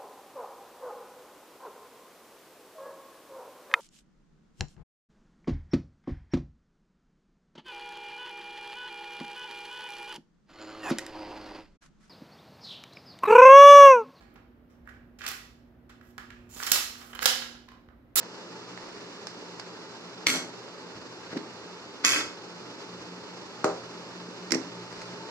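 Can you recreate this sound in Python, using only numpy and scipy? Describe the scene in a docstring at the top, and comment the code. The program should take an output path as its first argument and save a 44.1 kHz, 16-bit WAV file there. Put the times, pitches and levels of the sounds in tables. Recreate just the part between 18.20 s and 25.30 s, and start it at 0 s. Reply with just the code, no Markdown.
"""A fan hums in a small, echoing room while a steel spoon clicks and scrapes through rice in a plastic tub.
The spoon knocks on the tub twice, hard and with a short rattle, and the rice flops onto a plate.
The tub is put down on the table with a thud; the spoon clatters briefly and digs in again.
The knocks make plastic and steel ring, and the room answers. A limiter squashes the two
hard knocks, so their echo swells up behind them."""
import sys
import numpy as np
from scipy import signal
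from scipy.fft import rfft, irfft
from scipy.io import wavfile
from scipy.ndimage import uniform_filter1d

SR = 44100
rng = np.random.default_rng(int(sys.argv[2]) if len(sys.argv) > 2 else 0)


def transcribe(u):
    """Save the signal u as a 16-bit wav file named by the first command-line argument.

    u: samples, shape (n,) or (channels, n), limited to [-1, 1]; the rate is SR.
    q: integer samples, one column per channel.
    """
    v = np.clip(np.atleast_2d(u).T, -1, 1)
    q = np.round(v * 32767).astype(np.int16)
    wavfile.write(sys.argv[1], SR, q)


N = 313110
HIT = 24576  # samples in one hit with its echo
TIME, FREQS = np.arange(N) / SR, np.fft.rfftfreq(N, 1 / SR)
HIT_TIME, HIT_FREQS = np.arange(HIT) / SR, np.fft.rfftfreq(HIT, 1 / SR)


def amp(db):
    """Turns decibels into a number to multiply by."""
    return 10 ** (np.asarray(db) / 20)

def curve(points, hz):
    """Joins (frequency, value) points into a line and reads it at hz."""
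    f, value = np.transpose(points)
    return np.interp(np.log(hz + 1), np.log(f + 1), value)

def add(mix, s, sound):
    """Mixes a stereo sound in at s seconds."""
    part = mix[:, max(round(s * SR), 0):][:, :sound.shape[1]]
    part += sound[:, :part.shape[1]]

def sides(db):
    """Left and right gains that make the left louder by db, with the same total power."""
    pair = amp(np.array([[.5], [-.5]]) * db)
    return pair / np.sqrt(np.mean(pair ** 2, 0))

def unit(sound):
    """Scales a stereo sound to an average energy of 1 per side."""
    return sound / np.sqrt(np.sum(sound ** 2) / 2)

def drift(rate_hz):
    """A slow random wobble, about 1 in size."""
    slow = irfft(rfft(rng.standard_normal(N)) / (1 + (FREQS / rate_hz) ** 4), N)
    return slow / slow.std()

def bump(hz, centre, width, height):
    """A resonance: a peak around a pitch at which a thing likes to ring."""
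    return height / (1 + (2 * (hz - centre) / width) ** 2)

# How alike left and right are: (frequency [Hz], likeness [1 = same, -1 or less = opposite])
LIKENESS = [(40, 0.98), (170, 0.81), (450, 0.74), (1200, 0.79), (1900, 0.28), (2800, -0.26), (3080, -0.7),
            (3280, -1.91), (3500, -0.56), (3800, -1.29), (4100, -0.016), (15000, 0.1)]
def diffuse(size):
    """Hiss that reaches two microphones from all around."""
    alike = np.clip(curve(LIKENESS, np.fft.rfftfreq(size, 1 / SR)), -.99, .99)
    mid, side = rfft(rng.standard_normal((2, size))) * np.sqrt([(1 + alike) / 2, (1 - alike) / 2])
    return irfft(np.array([mid + side, mid - side]), size)

# How long the room echoes; a fade time (t60) is a drop of 60 dB: (frequency [Hz], fade time [s])
ROOM_FADE = [(100, 0.1), (300, 0.68), (1000, 0.43), (2500, 0.35), (6000, 0.37), (10000, 0.24), (15000, 0.2)]
def room(early_boost=0.27, early_s=0.0091):
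    """The echo: each pitch fades at its own speed, and near walls answer first and loudest."""
    hz, t, bands = signal.stft(diffuse(HIT), SR, nperseg=256)
    fade = amp(-60 * t / curve(ROOM_FADE, hz)[:, None])
    tail = signal.istft(bands * fade, SR)[1][:, :HIT]
    onset = 1 - np.exp(-HIT_TIME / 0.002)
    return unit(tail * onset * (1 + early_boost * np.exp(-HIT_TIME / early_s)))

def through_body(drive, tone_db, balance_db):
    """Gives a sound the tone of an object that rings only after it is hit (a minimum-phase filter)."""
    log_gain = np.log(amp(np.maximum(tone_db - tone_db.max(), -90)) * sides(balance_db))
    mirrored = np.c_[log_gain, log_gain[:, -2:0:-1]]
    body = np.exp(np.conj(signal.hilbert(mirrored)))[:, :len(tone_db)]
    return irfft(rfft(drive) * body)

def blow(tone_db, balance_db, contact, echo_db, shade_db=0):
    """A touch shakes an object: we hear it directly, then from the room."""
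    direct = through_body(contact, tone_db + shade_db, balance_db)
    echo = through_body(room(), tone_db, balance_db)
    fade_out = np.minimum(np.linspace(8, 0, HIT), 1)
    return (unit(direct) + amp(echo_db) * unit(echo)) * fade_out

def buzz(decay_s):
    """Hard surfaces buzz against each other for a moment as they meet."""
    return diffuse(HIT) * np.exp(-HIT_TIME / decay_s)

# The fan's rushing air: (frequency [Hz], relative level [dB])
AIR_TONE = [(25, -104), (55, -107), (95, -92), (200, -75.5), (400, -69), (720, -79.5), (900, -76.5),
            (1300, -77.5), (2000, -83.5), (3500, -84.5), (4900, -82.5), (7700, -94.5), (8400, -108),
            (13500, -119), (15500, -132)]
# Which side the air is louder on: (frequency [Hz], left minus right [dB])
AIR_SIDES = [(60, -3), (300, -0.5), (1200, 1), (1800, -2.5), (3400, -1), (4400, -6), (5600, -7.5),
             (7500, -0.5), (10000, 0.5)]
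def fan(direct_share=0.23, left_lead_s=0.00019, flutter_db=0.8):
    """A fan on the left rushes and hums, steady at first, then slowly louder."""
    rise_from_s, air_db_per_s, hum_db_per_s = 3.88, 0.5, 2
    rising_s = np.maximum(TIME - rise_from_s, 0)
    delay = np.exp(-2j * np.pi * FREQS * np.array([[0], [left_lead_s]]))
    direct = rfft(rng.standard_normal(N)) * delay
    rush = np.sqrt(direct_share) * direct + np.sqrt(1 - direct_share) * rfft(diffuse(N))
    air = irfft(rush * amp(curve(AIR_TONE, FREQS)) * sides(curve(AIR_SIDES, FREQS)), N) * np.sqrt(SR / 2)
    notes = hum() * amp(-1 + hum_db_per_s * rising_s)
    return notes + air * amp(-1.89 + air_db_per_s * rising_s + flutter_db * drift(36.0))

# The fan's notes: (pitch [Hz], relative level [dB], pitch wobble [Hz])
HUM_NOTES = [(121.5, -62, 1.37), (177.3, -55.5, 1.77), (413, -59.5, 5.02), (583, -82, 4),
             (885, -61.5, 11.04)]
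def hum(scatter=0.92):
    """Each wavering fan note has a steady part and a part that the moving air scatters."""
    out = np.zeros(N)
    for hz, db, wobble_hz in HUM_NOTES:
        swirl = (drift(11.4) + 1j * drift(7.2)) / np.sqrt(2)
        note = np.exp(2j * np.pi * np.cumsum(hz + wobble_hz * drift(2.883)) / SR)
        out += amp(db) * np.sqrt(2) * ((1 + scatter * swirl) * note).real / np.hypot(1, scatter)
    return out

def breeze(db=-74, centre_hz=92, width_hz=26, gust_db=4, balance_db=-9):
    """The fan's breeze rumbles in little gusts, mostly on the right microphone."""
    rumble = irfft(rfft(diffuse(N)) / (1 + (2 * (FREQS - centre_hz) / width_hz) ** 4), N)
    return rumble / rumble.std() * sides(balance_db) * amp(db + gust_db * drift(5.9))

# The basic tone of a click: (frequency [Hz], relative level [dB])
CLICK_TONE = [(35, -49), (100, -28), (700, -8), (1400, -3), (1950, 3), (2900, -3), (3800, 0), (4400, 3),
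              (5600, 1), (6500, 1), (7500, -0.5), (8600, -8.5), (12000, -20.5), (16000, -31)]
# Light touches: (time [s], level [dB], brightness [dB per octave], left minus right [dB],
# buzz time [s], pitch of the touched spot [Hz], boost at that pitch [dB], echo [dB])
TOUCHES = [(0.0304, -17.5, -8.5, -5, 0.0023, 1910, -2, -9), (0.5759, -16, -9, -2, 0.0012, 1790, 7, -9),
           (1.07, -10.5, -4.5, -4, 0.0016, 5130, 10, -2.5), (1.397, -11, -6, -5, 0.0036, 4800, 9.5, -8.5),
           (3.1727, -14.5, -9.5, -12, 0.0038, 4200, 8, 0), (5.444, -4.5, -4, -6, 0.0022, 7050, 5.5, -1),
           (6.3074, -6.5, -5, -13, 0.0028, 5760, 9, -3), (6.3199, 4.5, 2, -11, 0.0018, 5370, 13.5, -9),
           (6.3205, -0.5, -6, -13, 0.002, 2050, 14, -7), (6.3239, -3, 3, -7, 0.0014, 5550, 6, -7),
           (6.3393, -7, -9, -6, 0.0023, 2100, 2, -5), (6.346, -2, -4, -5, 0.0031, 5560, 13, -14)]
def clicks(ping_hz=5430, ping_db=-38, ping_fade_s=.08, ping_width_hz=800):
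    """Spoon and plastic touch; the spoon's bowl pings more when the spot is close to its own pitch."""
    out = np.zeros((2, N))
    ping = amp(ping_db - 60 * HIT_TIME / ping_fade_s) * np.sin(2 * np.pi * ping_hz * HIT_TIME)
    for s, db, brightness, balance_db, buzz_s, spot_hz, spot_db, echo_db in TOUCHES:
        tone = curve(CLICK_TONE, HIT_FREQS) + brightness * np.log2(1 + HIT_FREQS / 500)
        tone += bump(HIT_FREQS, spot_hz, .24 * spot_hz, spot_db)
        click = blow(tone, balance_db, buzz(buzz_s), echo_db)
        closeness = bump(spot_hz, ping_hz, ping_width_hz, 1)
        add(out, s, amp(db) * (click + sides(balance_db) * closeness * ping))
    return out

# The tone of moist rice: (frequency [Hz], relative level [dB])
RICE_TONE = [(100, 0), (400, 3), (1400, 8), (2300, 3), (3300, -3), (5000, 4), (7500, -10), (9000, -16),
             (15000, -46)]
# Spoon strokes through the rice: (time of the firmest press [s], length [s], level [dB])
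RICE_STROKES = [(0.713, 0.97, -55.5), (5.647, 0.56, -58), (6.797, 0.37, -49)]
def rice(grains_per_s=500, spread_db=4, tick_s=0.0011, stroke_ends_db=-28, echo_db=-3):
    """Moist grains stick and let go in tiny ticks as each stroke presses and eases."""
    pressure = sum(amp(db + stroke_ends_db * (2 * (TIME - s) / length) ** 2)
                   for s, length, db in RICE_STROKES)
    lets_go = rng.random(N) < grains_per_s / SR
    ticks = lets_go * amp(spread_db * np.minimum(rng.exponential(1, N), 4))
    grains = diffuse(N) * signal.lfilter([1], [1, -np.exp(-1 / (SR * tick_s))], ticks)
    grains = irfft(rfft(grains) * amp(curve(RICE_TONE, FREQS)), N)
    direct = grains / grains.std() * pressure
    return direct + amp(echo_db) * signal.oaconvolve(direct, room(), axes=1)[:, :N]

# The tone of a scrape: (frequency [Hz], relative level [dB])
SCRAPE_TONE = [(35, -50), (100, -22), (800, -16), (1300, -2), (2150, -4), (2800, -10), (5000, -9),
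               (8000, -29), (15000, -50)]
# Short swelling scrapes; two are tiny swells leading into the hard knocks:
# (time of the peak [s], swell time [s], level [dB])
SWELLS = [(2.067, .0013, -6), (3.138, 0.027, -12), (3.178, .014, -12.5), (3.8494, .003, 2),
          (3.874, 0.0032, 8), (3.937, .004, 6), (3.963, .003, 1.5), (4.013, 0.0052, -4)]
def scrapes(ticks_per_s=900, smooth_hiss=0.42, echo_db=-9):
    """A hiss roughened by quick ticks swells to a peak and stops short."""
    out = np.zeros((2, N))
    for s, swell_s, db in SWELLS:
        length_s = 4 * swell_s
        to_go_s = length_s - HIT_TIME
        swell = (to_go_s > 0) * np.exp(-abs(to_go_s) / swell_s)
        roughness = (rng.random(HIT) < ticks_per_s / SR) + smooth_hiss
        rasp = diffuse(HIT) * roughness * swell
        add(out, s - length_s, amp(db) * blow(curve(SCRAPE_TONE, HIT_FREQS), 0, rasp, echo_db))
    return out

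# The overall tone of the tub: (frequency [Hz], relative level [dB])
TUB_TONE = [(30, -38), (150, -0.5), (400, 3), (800, -5.5), (1300, 3), (2800, 1.5), (3800, -0.5), (5000, 6),
            (7300, 1.5), (8400, 1.5), (11000, -1), (14500, -7), (16000, -54)]
# The tub's resonances: (pitch [Hz], width [Hz], boost if hit on the end [dB], if hit on the wall [dB])
TUB_PEAKS = [(263, 47, 13, 3.5), (1120, 49, -2, 7.5), (1325, 100, 5, 9), (1580, 160, 2, 5),
             (1934, 190, -2, 7.5), (2200, 200, 10.5, 11), (2540, 120, -4, 15), (3330, 390, 12, 13.5),
             (4380, 890, 13.5, -1), (4850, 620, -9, 5.5), (5460, 730, -11, 2), (5870, 500, 14.5, -3),
             (6650, 540, -6, 7), (7380, 440, 11, 5), (14100, 400, 8, 5)]
# The tub aims its highest treble away, so it is duller than its echo: (frequency [Hz], change [dB])
TUB_SHADE = [(100, -0.5), (700, -6), (1500, -4), (2200, 0), (3400, -6), (4500, -2), (5800, 2), (7300, -1),
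             (8800, -22), (15000, -24)]
# Which side a knock is louder on: (frequency [Hz], left minus right [dB])
KNOCK_SIDES = [(300, -0.5), (1000, 0), (2600, -3.5), (3800, 4), (4800, -4.5), (5600, -6), (7000, 0),
               (9000, 4.5), (14000, 9.5)]
# Knocks: (time [s], level [dB], place [0 = end, 1 = wall], echo [dB], buzz time [s], rattle length [s])
HARD_KNOCKS = [(2.069, 19.8, 0.3, -4.5, 0.00098, .038), (3.8488, 28.4, 0.96, -5, 0.0014, .085)]
def knocks(clink_hz=2160, clink_db=-11, clink_fade_s=0.017, shove_db=-40):
    """The spoon hits the tub: the stiff end clinks, while a hit on the soft wall shoves the whole tub."""
    out = np.zeros((2, N))
    balance, shade = curve(KNOCK_SIDES, HIT_FREQS), curve(TUB_SHADE, HIT_FREQS)
    clink = amp(clink_db - 60 * HIT_TIME / clink_fade_s) * np.cos(2 * np.pi * clink_hz * HIT_TIME)
    for s, db, place, echo_db, buzz_s, rattle_s in HARD_KNOCKS:
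        tone = curve(TUB_TONE, HIT_FREQS)
        for hz, width, end_db, wall_db in TUB_PEAKS:
            tone += bump(HIT_FREQS, hz, width, end_db + place * (wall_db - end_db))
        strike = blow(tone, balance, buzz(buzz_s), echo_db, shade) + (1 - place) ** 2 * clink
        rattled = signal.fftconvolve(strike, rattle(rattle_s), axes=1)[:, :HIT]
        add(out, s, amp(db) * (rattled + ring(place) + (1 - place) * hollow()))
        add(out, s, place * thud(db + shove_db, centre_hz=80, octaves=0.8, echo_db=4))
    return out

def rattle(length_s, count=24, gap_s=.0065, bounce_db=-11.5, fade_db_per_s=165):
    """One full hit, then the spoon bounces on the plastic, unevenly and ever more weakly."""
    gap_jitter, strength_jitter = 1 + .5 * rng.uniform(-1, 1, (2, count))
    after_s = np.cumsum(gap_s * gap_jitter)
    strength = strength_jitter * amp(bounce_db - fade_db_per_s * after_s)
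    hits = signal.unit_impulse(HIT)
    hits[(after_s * SR).astype(int)] = (after_s < length_s) * strength
    return hits[None]

# Notes of rim and spoon: (pitch [Hz], level against an end knock [dB], a wall knock [dB], fade time [s])
RING_NOTES = [(1107, -60, -49, .35), (1296, -51, -49, .33), (1573, -54, -46, .33), (1852, -49, -54, .28),
              (1966, -56, -47, .3), (2110, -36, -50, .16), (2231, -31, -44, .22), (2541, -54, -50, .28),
              (4380, -39, -55, .08), (5980, -32, -58, .08), (13770, -58, -52, .22)]
def ring(place):
    """The tub's rim and the steel spoon ring on, reaching the two microphones out of step."""
    out = np.zeros((2, HIT))
    for hz, end_db, wall_db, fade_s in RING_NOTES:
        level = amp(end_db + place * (wall_db - end_db) - 60 * HIT_TIME / fade_s)
        note = np.sin(2 * np.pi * (hz * HIT_TIME + rng.random((2, 1))))
        out += sides(curve(KNOCK_SIDES, hz)) * level * note
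    return out

def hollow(hz=262, db=-43, fade_s=0.83, grip_at_s=0.11, grip_fade_s=.09):
    """A knock on the end sets the hollow tub humming until the hand's grip cuts it short."""
    grip_db = 60 * np.maximum(HIT_TIME - grip_at_s, 0) / grip_fade_s
    return amp(db - 60 * HIT_TIME / fade_s - grip_db) * np.sin(2 * np.pi * hz * HIT_TIME)

# Low notes of the room that ring after each thud: (pitch [Hz], relative level [dB], fade time [s])
ROOM_NOTES = [(170.7, -26, 0.86), (214, -35, 0.51), (260, -28, 0.26), (325.7, -24.5, 0.29),
              (406, -22, 0.29), (476, -26.5, 0.26), (537, -33.5, 0.48), (620, -26, 0.26), (773, -27, 0.3),
              (885, -29, 0.3)]
def thud(db, centre_hz, octaves, echo_db, notes_db=-3, steepness_db=14, right_lag_s=0.00028):
    """One dull bump around centre_hz sets the room's nearby low notes ringing."""
    push = np.tile(signal.unit_impulse(HIT), (2, 1))
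    band = -steepness_db * np.log10(1 + (np.log2((HIT_FREQS + 1) / centre_hz) / octaves) ** 4)
    band -= 10 * np.log10(1 + (HIT_FREQS / 2500) ** 4)  # dulls the treble
    heard_s = np.maximum(HIT_TIME - np.array([[0], [right_lag_s]]), 0)
    notes = np.zeros((2, HIT))
    for hz, note_db, fade_s in ROOM_NOTES:
        level = amp(note_db + np.interp(hz, HIT_FREQS, band) - 60 * HIT_TIME / fade_s)
        notes += level * np.sin(2 * np.pi * hz * heard_s)
    bass_cut = signal.butter(3, 150, "high", fs=SR, output="sos")
    return amp(db) * (blow(band, 0, push, echo_db) + amp(notes_db) * signal.sosfilt(bass_cut, notes))

# Dull bumps: (time [s], level [dB], centre pitch [Hz], spread [octaves], echo [dB], room notes [dB])
DULL_BUMPS = [(2.084, -11, 140, 0.36, 1, 2), (2.14, -12.5, 453, 1.1, 7, -3.5),
              (2.754, -24, 89, 0.39, 2, -4), (3.130, -19, 307, 0.92, 9, 2.5),
              (3.16, -9, 313, 0.67, -20, -17), (3.167, -3, 267, 0.34, -9, -10.5),
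              (3.848, 0, 450, 0.8, -20, -25), (5.4425, 2.5, 1184, 0.3, -3, -10),
              (5.4453, -1, 575, 0.83, 2.5, 1.5), (5.4995, -14, 1200, 0.27, -15, -12),
              (6.086, -16.5, 268, 0.46, -3, -11), (6.309, -18, 302, 0.25, -6, 8),
              (6.3237, -6, 295, 0.23, 0, 6), (6.335, -7.5, 340, 0.65, -2, -6.5),
              (6.3539, -5.5, 313, 0.61, -5, -4.5)]
def thuds():
    """Dull low bumps, including a low swell behind the first knock."""
    out = np.zeros((2, N))
    for s, *settings in DULL_BUMPS:
        add(out, s, thud(*settings))
    return out

def scene():
    """Everything at the table, with the fan behind it."""
    return fan() + breeze() + clicks() + rice() + scrapes() + knocks() + thuds()

def record(dry, limit_db=-8, recover_db_per_s=135, ceiling=.75, top_hz=15800):
    """A limiter turns loud moments down at once and recovers steadily; the highest treble is cut."""
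    power_db = 10 * np.log10(abs(uniform_filter1d((dry ** 2).mean(0), size=36)) + 1e-12)
    recovery_db = TIME * recover_db_per_s
    cut_db = np.maximum.accumulate(np.maximum(power_db - limit_db, 0) + recovery_db) - recovery_db
    limited = dry / amp(uniform_filter1d(np.roll(cut_db, -45), size=80))  # acts 1 ms ahead
    rounded = limited / (1 + (limited / ceiling) ** 6) ** (1 / 6)  # rounds off the tallest peaks
    treble_cut = signal.firwin(255, top_hz, window=("kaiser", 9), fs=SR)
    return signal.oaconvolve(rounded, treble_cut[None], "same")


dry = scene()
out = record(dry)
transcribe(out)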